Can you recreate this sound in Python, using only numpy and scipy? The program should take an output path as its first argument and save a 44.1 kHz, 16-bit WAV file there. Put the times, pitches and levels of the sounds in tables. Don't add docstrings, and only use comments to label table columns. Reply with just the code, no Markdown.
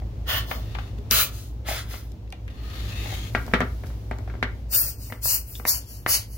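import sys
import numpy as np
from scipy import signal
from scipy.fft import rfft, irfft, next_fast_len
from scipy.io import wavfile
from scipy.ndimage import uniform_filter1d

SR = 44100
rng = np.random.default_rng(int(sys.argv[2]) if len(sys.argv) > 2 else 0)


def how_loud(loudness_db):
    steps = np.asarray(loudness_db, float) / 20
    return 10 ** steps


def transcribe(u):
    v = np.clip(np.atleast_2d(u).T, -1, 1)
    q = np.round(v * 32767).astype(np.int16)
    wavfile.write(sys.argv[1], SR, q)


N = 281137
TIME = np.arange(N) / SR

# (frequency [Hz], level [dB], ring factor [1])
BELLOWS_MODES = [(234, 3, 1.8), (440, 0.5, 2.5), (772, 6, 1.1), (810, 3.5, 0.11), (1316, -29.5, 0.43),
                 (1850, -35, 1.6), (2000, 9.5, 1.33), (3160, -47.5, 0.58)]


def band(x, lo_hz, hi_hz, order=2):
    edges = [lo_hz, min(hi_hz, .45 * SR)]
    return signal.sosfilt(signal.butter(order, edges, "bandpass", fs=SR, output="sos"), x)


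def ring(x, hz, width):
    return signal.lfilter(*signal.iirpeak(hz, hz / width, fs=SR), x)


def unit(x):
    return x / np.sqrt(np.mean(x ** 2))


def walk(rate, size):
    k = int(SR / rate)
    held = np.repeat(rng.standard_normal(size // k + 1), k)
    return 1.77 * uniform_filter1d(held, k)[:size]


def late(x, ms):
    f = np.fft.rfftfreq(len(x), 1000 / SR)
    return irfft(rfft(x) * np.exp(-2j * np.pi * f * ms), len(x))


def played(table):
    s, *columns = np.transpose(table)
    span = slice(int(s[0] * SR), min(int(s[-1] * SR), N))
    t = TIME[span]
    fade = np.clip(np.minimum(t - s[0], s[-1] - t) / 0.0013, 0, 1)
    return span, [np.interp(t, s, c) for c in columns], fade


def sides(pan_db):
    return how_loud(np.array([pan_db, -pan_db]) / 2)


def decay(t, t60):
    return np.exp(-np.log(1000) * t / t60)


def coloured(x, points):
    hz, db = np.transpose(points)
    f = np.fft.rfftfreq(x.shape[-1], 1 / SR) + 1
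    return irfft(rfft(x) * how_loud(np.interp(np.log(f), np.log(hz), db)), x.shape[-1])


def swell(row, rise_db, fall_db_s):
    start, rise, hold, peak_db, sag_db = row
    t = TIME - start - rise
    db = -rise_db * np.clip(-t / rise, 0, None) ** 2
    db = db - sag_db * np.clip(t / hold, 0, 1)
    db = db - fall_db_s * np.clip(t - hold, 0, None)
    return np.maximum(db, -90), peak_db


def hand_moves(rows):
    rise_db, fall_db_s = 4, 183
    return sum(how_loud(sum(swell(row, rise_db, fall_db_s))) for row in rows)


def background():
    hum_hz = [53.09, 58.5, 106.15, 119.97, 175.5]
    hum_db = [-37.5, -35, -40.5, -52, -56]
    # (frequency [Hz], density [dB per Hz])
    vent_colour = [(20, -17.5), (40, -26), (50, -18), (74, -1), (120, -5), (150, -18), (256, -17),
                   (591, -28), (962, -36), (1400, -45), (2900, -46), (7000, -51), (11000, -58.5),
                   (16000, -56)]
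    # (time [s], level [dB])
    gain_ride = [(0.0, -33), (1.17, -32), (1.31, -36), (1.97, -35), (2.29, -37.5), (2.84, -31.5),
                 (3.51, -32), (3.74, -32.5), (4.12, -34), (4.35, -32), (4.88, -37), (5.04, -38),
                 (5.45, -40.5), (5.59, -39.5), (5.92, -39.5), (6.37, -39)]
    in_step_s, rest_db = 0.054, -32.5
    hum = np.zeros(N)
    for hz, db in zip(hum_hz, hum_db):
        level = np.sqrt(2) * how_loud(db + 1.35 * walk(3.42, size=N))
        hum += level * np.cos(2 * np.pi * hz * (TIME - in_step_s))
    mid, side = coloured(rng.standard_normal((2, next_fast_len(N))), vent_colour)
    side = coloured(side, [(60, -14.5), (250, -15), (1100, 1.5), (16000, -1)])
    noise = unit(np.array([mid + side, mid - side]))[:, :N] * how_loud(-36.5)
    gain = how_loud(np.interp(TIME, *np.transpose(gain_ride)) - rest_db)
    return (hum + noise * sides(1.1)[:, None]) * gain


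def case_scrape():
    # (start [s], rise [s], hold [s], level [dB], sag [dB])
    rubs = [
        (-.02, 0.022, 0.00167, -46.5, 24),
        (0.644, 0.087, 0.15, -50.5, 1.5),
        (0.984, 0.0055, 0.0017, -50, 29),
    ]
    # (time [s], scrape level [dB])
    drag = [(2.5, -53), (2.524, -59.5), (2.754, -44), (3.068, -41), (3.08, -40), (3.12, -39), (3.286, -46),
            (3.33, -61)]
    # (time [s], delay [ms])
    bounce = [(2.5, 1.1), (2.8, 1.33), (3.0, 1.1), (3.15, 1.3), (3.33, 1.16)]
    # (frequency [Hz], width [Hz], level [dB], loudest at [s], lasts [s])
    shell_rings = [(790, 110, 3.5, 1.1, 0.15), (1240, 70, 13.5, 2.67, 0.12), (1880, 150, 6, 2.63, 0.19),
                   (2160, 105, 5.5, 3.19, 0.19), (2660, 290, 7.5, 2.98, 0.062), (2900, 99, 7, 2.58, 0.062),
                   (3200, 140, 6, 3.22, 0.08), (3580, 130, 6.5, 2.8, 0.063), (3450, 75, 8, 2.4, 0.052),
                   (3720, 110, 5.5, 3.06, 0.12), (4240, 180, 4.5, 2.7, 0.13), (6600, 430, 0, 3.27, 0.3)]
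    rumble_db, fizz_db, fizz_grows_db_s = -8.5, -7.5, 8
    span, (db,), fade = played(drag)
    rub = hand_moves(rubs)
    rub[span] += how_loud(db) * fade
    size = span.stop
    t = TIME[:size]

    grit = rng.standard_normal((2, size)) * how_loud(.7 * walk(200, size=size))
    here = np.arange(size)
    back = here - np.interp(t, *np.transpose(bounce)) * SR / 1000
    grit = grit + .25 * np.array([np.interp(back, here, g) for g in grit])

    shell = 0.58 * grit
    for hz, width, ring_db, loudest, lasts in shell_rings:
        fading_db = 3.6 * np.minimum(((t - loudest) / lasts) ** 2, 3)
        shell = shell + how_loud(ring_db - fading_db) * ring(grit, hz, width)

    fizz_db = fizz_db + fizz_grows_db_s * np.clip(t - drag[0][0], 0, None)
    parts = unit(band(shell, 1500, 5000))
    parts = parts - how_loud(rumble_db) * unit(band(shell, 400, 1500))
    parts = parts - how_loud(fizz_db) * unit(band(shell, 5000, 19000))
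    flutter = how_loud(.4 * walk(25, size=size))
    out = np.zeros((2, N))
    out[:, :size] = 0.81 * parts * rub[:size] * flutter * sides(4.2)[:, None]
    return out


def blows(events, modes, t60, pan_db, crack_db, rattle_db, reach_db_octave=-9.0):
    out, t = np.zeros((2, N + SR)), np.arange(SR // 6) / SR
    hz, db, factor = np.transpose(modes)[:, :, None]
    t60 = max(t60, .01)
    for s, peak_db, thud_db, tick_db, spot_hz in events:
        chance, noise = rng.standard_normal((5, len(modes), 1)), rng.standard_normal((3, len(t)))
        reach_db = np.where(hz < 600, thud_db, reach_db_octave * np.abs(np.log2(hz / spot_hz)))
        size = how_loud(db + reach_db) * decay(t, t60 * factor)
        size *= np.cos(2 * np.pi * hz * .025 * chance[3] * t)
        size *= np.cos(2 * np.pi * np.maximum(hz - 300, 0) * (.05 + .02 * chance[4]) * t)
        turn = 2 * np.pi * hz * (1 + 0.028 * chance[2]) * t
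        apart = np.clip((hz - 250) / 740.0, 0, 1)
        body = np.array([np.sum(size * how_loud(1.5 * apart * c) * np.sin(turn + 1.1 * apart * c), axis=0)
                         for c in chance[:2]])
        body *= (1 - np.exp(-t / 0.0016)) / np.sqrt(len(modes))

        crack = np.cos(2 * np.pi * (600 + 0.23 * spot_hz) * (t - .0011) - 1)
        crack *= np.exp(-((t - .0011) / 0.00026) ** 2)

        lo_hz, hi_hz = 0.33 * spot_hz + 200, 1.12 * spot_hz + 1200
        rattle = unit(band(noise[:2] + 0.23 * noise[2], lo_hz, hi_hz, order=2))
        rattle = rattle * decay(t, 1.05 * t60)

        tick = unit(band(noise[:2], 4000, 8000, order=1))
        tick = tick * (np.exp(-t / 0.0011) + 0.04 * np.exp(-t / 0.0077))

        blow = body + how_loud(crack_db) * crack + how_loud(rattle_db) * rattle + how_loud(tick_db) * tick
        start = int(s * SR)
        out[:, start:start + len(t)] += how_loud(peak_db) * sides(pan_db)[:, None] * blow
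    return out[:, :N]


def hollow_thumps():
    # (time [s], peak [dB], thud against it [dB], tick against it [dB], pitch of the spot struck [Hz])
    bumps = [(0.020, -33, -15, -40, 570), (1.686, -19, -7, -25, 700), (1.712, -21.5, -14, -40, 660),
             (2.326, -33.5, -25, -30, 770), (3.058, -26.5, -25, -20, 780), (3.101, -33, -25, -20, 775),
             (3.124, -27, -30, -15, 790), (3.365, -28, -20, -40, 700), (4.135, -36, -25, -40, 800),
             (4.187, -38, -25, -30, 850), (4.205, -38, -25, -40, 800), (5.1, -34, -20, -40, 900)]
    # (frequency [Hz], level [dB], ring factor [1])
    hollow_modes = [(261, 4, 0.7), (654, 8.5, 0.61), (785, 8.5, 1.06), (980, 0, 0.97), (2030, 21, 0.49),
                    (3700, 12, .4)]
    return blows(bumps, hollow_modes, t60=0.076, pan_db=4.0, crack_db=-26, rattle_db=-24,
                 reach_db_octave=-10.0)


def jet_at_ports(size, lead_ms, scatter_db):
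    jet, *eddies = rng.standard_normal((3, size))
    t_ms = np.arange(600) * 1000 / SR
    paths = rng.standard_normal((2, len(t_ms))) * np.exp(-t_ms / 3.8)
    paths = rfft(band(paths, 530, 13000, order=1), 2048)
    paths = irfft(paths / np.abs(paths) ** .75)
    scatter = unit(signal.fftconvolve(jet[None], paths, axes=1)[:, :size])
    straight = np.array([late(jet, 1 - lead_ms), late(jet, 1)])
    return straight + how_loud(scatter_db) * scatter + .75 * np.array(eddies)


def bellows_air():
    # (start [s], rise [s], hold [s], top hiss [dB], sag over the hold [dB])
    squeezes = [
        (0.246, 0.058, 0.076, -33, 0.5),
        (1.098, 0.022, 0.1, -21, 0.5),
        (1.633, 0.063, 0.092, -35, 4.5),
        (4.681, 0.077, 0.14, -18.5, 15.5),
        (5.2, 0.059, 0.094, -22, -0.5),
        (5.641, 0.05, 0.083, -18.5, 13.5),
        (6.052, 0.049, 0.053, -21.5, -1.5),
    ]
    # (start [s], rise [s], hold [s], top hiss [dB], sag [dB])
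    refills = [(.45, 0.073, 0.04, -42.5, 5.6), (1.3, 0.051, 0.063, -50.5, 1),
               (1.861, 0.081, 0.026, -46, 2.5), (4.958, 0.078, 0.071, -45, 2.3),
               (5.428, 0.097, 0.058, -44, 0.59), (5.85, 0.076, 0.052, -44.5, 4.4),
               (6.27, 0.13, .05, -44, 1)]
    # (left leads [ms], scatter off the board [dB], middle hiss against top hiss [dB],
    # drumming on the parts against top hiss [dB], left minus right [dB])
    nozzle = [(0.085, 1, -0.5, 4.5, 0.59), (-0.068, 1, -1.5, -7, 0.8), (-0.066, 0, 0.5, 0, 0.93),
              (0.132, -1, -6, -21.5, 3.2), (0.137, -2, -5, -22.5, 3), (0.17, 4.5, -5.5, -20, 2.9),
              (0.172, -1.5, -3.5, -15, 2.4)]
    # (frequency [Hz], density [dB per Hz])
    into_fan = [(250, -28.5), (641, -11), (900, -16), (1700, -10.5), (2480, -16), (3000, -17.5),
                (3700, -10.5), (5200, -11.5), (9140, -16), (15500, 5)]
    into_cavity = [(250, -36), (553, -11.5), (877, -23.5), (1330, -6.5), (2300, -10), (3500, -7),
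                   (6570, -7), (8500, -6.5), (14500, 6.5)]
    along_board = [(250, -9), (500, -5), (907, -16), (1300, -10.5), (2200, -12.5), (3070, -8), (7020, -5),
                   (8200, -7.5), (15500, 3)]
    from_side = [(180, -63.5), (300, -13), (592, 6), (1020, -14), (1270, -17), (2600, -14), (3000, -11.5),
                 (3500, -17), (3950, -17), (4450, -14), (6310, -8.5), (9000, -1.5), (10600, -5.5),
                 (13300, -1.5)]
    # (roar [dB], drumming [dB], middle hiss [dB])
    intake_db = [
        (-3.5, -3.5, 0),
        (-31, -8, 3),
        (-9, -1.5, 1.5),
        (-27, -16.5, -3.5),
    ]
    # (frequency [Hz], width [Hz], level over the jet [dB])
    aim_hollows = [
        [(1490, 43, 2.5), (1900, 280, -2), (2940, 140, 11), (3240, 200, -7)],
        [(1360, 120, -13), (2140, 99, -0.5), (3370, 210, -8.5), (4100, 200, 0), (6470, 140, 3.5)],
        [(720, 100, 3), (1285, 60, 3), (3020, 37, -5), (5060, 150, -5)],
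        [(4610, 960, 4.5), (5230, 340, -1.5), (6550, 230, -5)],
    ]
    follow = (0.58, 0.76, 0.86)
    edges = [(300, 1000), (1000, 3300), (3300, 9500), (9500, 19000)]  # roar, drumming, middle, top [Hz]
    roar_db = -10.5
    targets = list(zip([into_fan, into_cavity, along_board, from_side], intake_db, aim_hollows))
    targets += targets[-1:] * 3
    out = np.zeros((2, N))
    for squeeze, refill, aim, target in zip(squeezes, refills, nozzle, targets):
        lead_ms, scatter_db, mid_db, drum_db, pan_db = aim
        colour, intake, hollows = target
        start = int((squeeze[0] - .03) * SR)
        span = slice(start, min(start + 25600, N))
        size = span.stop - span.start
        push, push_db = swell(squeeze, rise_db=61.5, fall_db_s=370)
        pull, pull_db = swell(refill, rise_db=18.5, fall_db_s=156)

        jet = jet_at_ports(size, lead_ms, scatter_db)
        blown = jet
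        for hz, width, db in hollows:
            blown = blown + how_loud(db + 1.6 * walk(13, size=size)) * ring(jet, hz, width)
        blown = coloured(blown, colour)

        out_db = [drum_db + roar_db, drum_db, mid_db, 0]
        in_db = [*intake, 0]
        for (lo, hi), o, i, share in zip(edges, out_db, in_db, [*follow, 1]):
            flow_out = how_loud(push_db + o + share * push[span])
            flow_in = how_loud(pull_db + i + pull[span])
            flow = np.hypot(flow_out, flow_in) * how_loud(0.9 * walk(27.2, size=size))
            out[:, span] += 1.43 * unit(band(blown, lo, hi, order=3)) * flow * sides(pan_db)[:, None]
    return out


def bellows_pops():
    # (time [s], peak [dB], thud against it [dB], tick against it [dB], pitch of the spot [Hz])
    pops = [(0.512, -15.5, -25, -14, 900), (0.75, -23, -32, -30, 790), (0.786, -26, -31, -38, 1270),
            (0.984, -61, 32, -23, 647), (1.1107, -31, 10.5, 26.5, 2130), (1.911, -40, 2, 1, 2330),
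            (1.94, -29.5, -12, -18, 790)]
    return blows(pops, BELLOWS_MODES, t60=0.055, pan_db=6.0, crack_db=1.0, rattle_db=-6.5)


def latch_clicks():
    # (time [s], peak [dB], thud against it [dB], tick against it [dB], pitch of the spot [Hz])
    clicks = [(0.7477, -26, -32, -20, 3600), (1.1104, -7.5, -36, -4, 4200), (1.685, -25, -33, -25, 2140),
              (1.686, -26, -33, -27, 3600), (2.2747, -40, -28.5, -24, 2510),
              (2.3246, -21, -34, -11.5, 2480), (2.479, -24.5, -30, -16, 2070), (2.486, -35, -30, -22, 2920),
              (4.1121, -33, -28, -9, 2240), (4.4278, -20, -30, -9, 2090), (5.1233, -39, -28, -20, 1980),
              (5.5533, -21, -34.5, -40, 4200), (5.6824, -23, -29, -17, 4500)]
    # (frequency [Hz], level [dB], ring factor [1])
    latch_modes = [(1725, 4, 0.99), (2140, 7.5, 0.77), (2590, 6, 0.89), (3170, -6, 0.71),
                   (3600, 14.5, 0.58), (4200, 0, 0.42)]
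    return 0.79 * blows(clicks, latch_modes, t60=0.031, pan_db=3.0, crack_db=-52, rattle_db=-16.5,
                        reach_db_octave=-19.0)


def case_knocks():
    # (time [s], peak [dB], thud against it [dB], tick against it [dB], pitch of the spot struck [Hz])
    knocks = [(2.119, -57.5, -2, 17.5, 680), (2.277, -62, -2, -12, 660), (2.304, -52.5, -3, 9, 767),
              (2.324, -38, -12, 1, 730), (2.478, -41, -30, -9, 1960), (3.349, -6.5, -21.5, -42, 1450),
              (3.465, -34.5, -7, 0, 915), (3.479, -24.5, -12, -19, 740), (3.514, -28, -17, -40, 802),
              (3.5365, -1.5, -14, -25, 1650), (3.5425, -10.5, -12.5, -30, 1450),
              (3.605, -7.5, -15.5, -16, 1350), (3.616, -14.5, -5.5, -34, 1320),
              (3.836, -27, -12.5, -22, 880), (3.869, -44, -10, 5, 1590), (3.902, -32.5, -13, -31, 681.5),
              (4.112, -16.5, -16, -22, 860), (4.186, -32.5, -11, -6, 851), (4.276, -25.5, -14, -38, 655),
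              (4.299, -29.5, -14, -40, 1460), (4.339, -31, -10, -27, 651), (4.352, -31.5, -7, -37.5, 810),
              (4.427, -9, -19, -45.5, 2000)]
    # (frequency [Hz], level [dB], ring factor [1])
    case_modes = [(185, 11, 0.83), (237.7, 13.5, 1.56), (386, 13.5, 1.12), (740, 9.5, 0.52), (895, -2, 1.3),
                  (1170, -31, 1.8), (1320, -1, 1.3), (1391, 1.5, 1.57), (1562, 2, 0.97), (1706, 4.5, 0.64),
                  (1874, 7, 0.76), (2092, 18.5, 0.26), (2480, -8, .7), (3100, -8, 0.65)]
    return blows(knocks, case_modes, t60=0.07, pan_db=2.5, crack_db=1.5, rattle_db=-16.5)


def foot_squeak():
    # (time [s], pitch [Hz], level [dB])
    glide = [(2.6, 14900, -72), (2.63, 15250, -60), (2.675, 15700, -61), (2.68, 15700, -90),
             (2.7, 12500, -90), (2.71, 12700, -64), (2.75, 13700, -61), (2.8, 13700, -60),
             (2.86, 12900, -61), (2.88, 12700, -85)]
    span, (hz, db), _ = played(glide)
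    out = np.zeros((2, N))
    out[:, span] = how_loud(db) * np.sin(2 * np.pi * np.cumsum(hz) / SR)
    return out


def hand_rustle():
    # (start [s], rise [s], hold [s], level [dB], sag [dB])
    brushes = [
        (3.32, .04, 0.89, -46.5, 18.5),
        (3.798, 0.049, 0.016, -72, -21),
        (3.89, .05, 0.66, -82, -20),
    ]
    noise = rng.standard_normal((2, next_fast_len(N)))
    noise = coloured(noise, [(1500, -8), (4400, -7), (9000, -9.5), (15000, -10.5)])
    return hand_moves(brushes) * unit(noise)[:, :N]


def gripped_pops():
    # (time [s], peak [dB], thud against it [dB], tick against it [dB], pitch of the spot [Hz])
    pops = [(5.123, -22.5, -6, -27, 1840), (5.256, -24, -27, -18.5, 1240), (5.552, -53.5, 9, 12, 730),
            (5.598, -28.5, 1, -27, 1190), (5.652, -15, -14, -9, 1850), (6.0626, -9, -43, -27, 1500)]
    return blows(pops, BELLOWS_MODES, t60=0.031, pan_db=3.0, crack_db=5.0, rattle_db=-11.5)


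def room(x):
    t = np.arange(SR // 2) / SR
    noise = band(rng.standard_normal((2, len(t))), 100, 3650, order=1)
    mid, side = noise * decay(t, 0.27) * (t > .004)
    tail = mid + coloured(side, [(300, -12.0), (900, -4.5)]) * np.array([[1], [-1]])
    tail = tail / np.sqrt(np.sum(tail ** 2) / 2)
    return how_loud(-12.5) * signal.fftconvolve(x, tail, axes=1)[:, :N]


def starve(x):
    # (centre [Hz], width [Hz], limit under the top hiss [dB])
    weak_bands = [(2400, 1000, -18), (2930, 300, -10), (3620, 900, -3.5), (6000, 500, -13),
                  (8000, 2400, -12.5)]
    sure_db, chance_db = 2.2, 3
    shift = 1024 - 860
    window = np.sin(np.pi * (np.arange(2048) + .5) / 2048)
    f, _, z = signal.stft(np.pad(x, ((0, 0), (shift, 0))), SR, window, 2048)
    bands, width = 28, 16
    top = bands * width
    power = np.mean(np.abs(z) ** 2, axis=0) + 1e-18
    hiss = power[(f > 10000) & (f < 15500)].mean(axis=0)
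    under_db = 10 * np.log10(power[:top].reshape(bands, width, -1).mean(axis=1) / hiss)
    centre = f[width // 2:top:width]
    limit_db = np.max([np.where(abs(centre - hz) < wide / 2, db, -60) for hz, wide, db in weak_bands], axis=0)
    luck = np.repeat(rng.standard_normal(under_db.shape), 2, axis=1)[:, :under_db.shape[1]]
    kept = np.minimum(limit_db[:, None] - under_db, sure_db) < chance_db * luck
    keep = np.ones(power.shape)
    keep[:top] = np.repeat(kept, width, axis=0)
    return signal.istft(z * keep, SR, window, 2048)[1][:, shift:shift + N]


def scene():
    knocks = hollow_thumps() + bellows_pops() + latch_clicks() + case_knocks() + gripped_pops()
    hiss = bellows_air()
    rubbing = case_scrape() + foot_squeak() + hand_rustle()
    return background() + rubbing + knocks + hiss + room(knocks + 0.69 * hiss)


def roll_off(x):
    return signal.sosfilt(signal.butter(12, 16620, fs=SR, output="sos"), x)


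def record(dry):
    # (frequency [Hz], width [Hz], depth [0-1])
    port_notch = (8300, 4240, 0.52)
    hz, width, depth = port_notch
    heard = dry - depth * ring(dry, hz, width)
    held = 1.5 * np.tanh(heard / 1.5)
    cut = signal.ellip(10, .2, 55, 15820, fs=SR, output="sos")
    mix = starve(signal.sosfilt(cut, held))
    return roll_off(mix)


dry = scene()
out = record(dry)
transcribe(out)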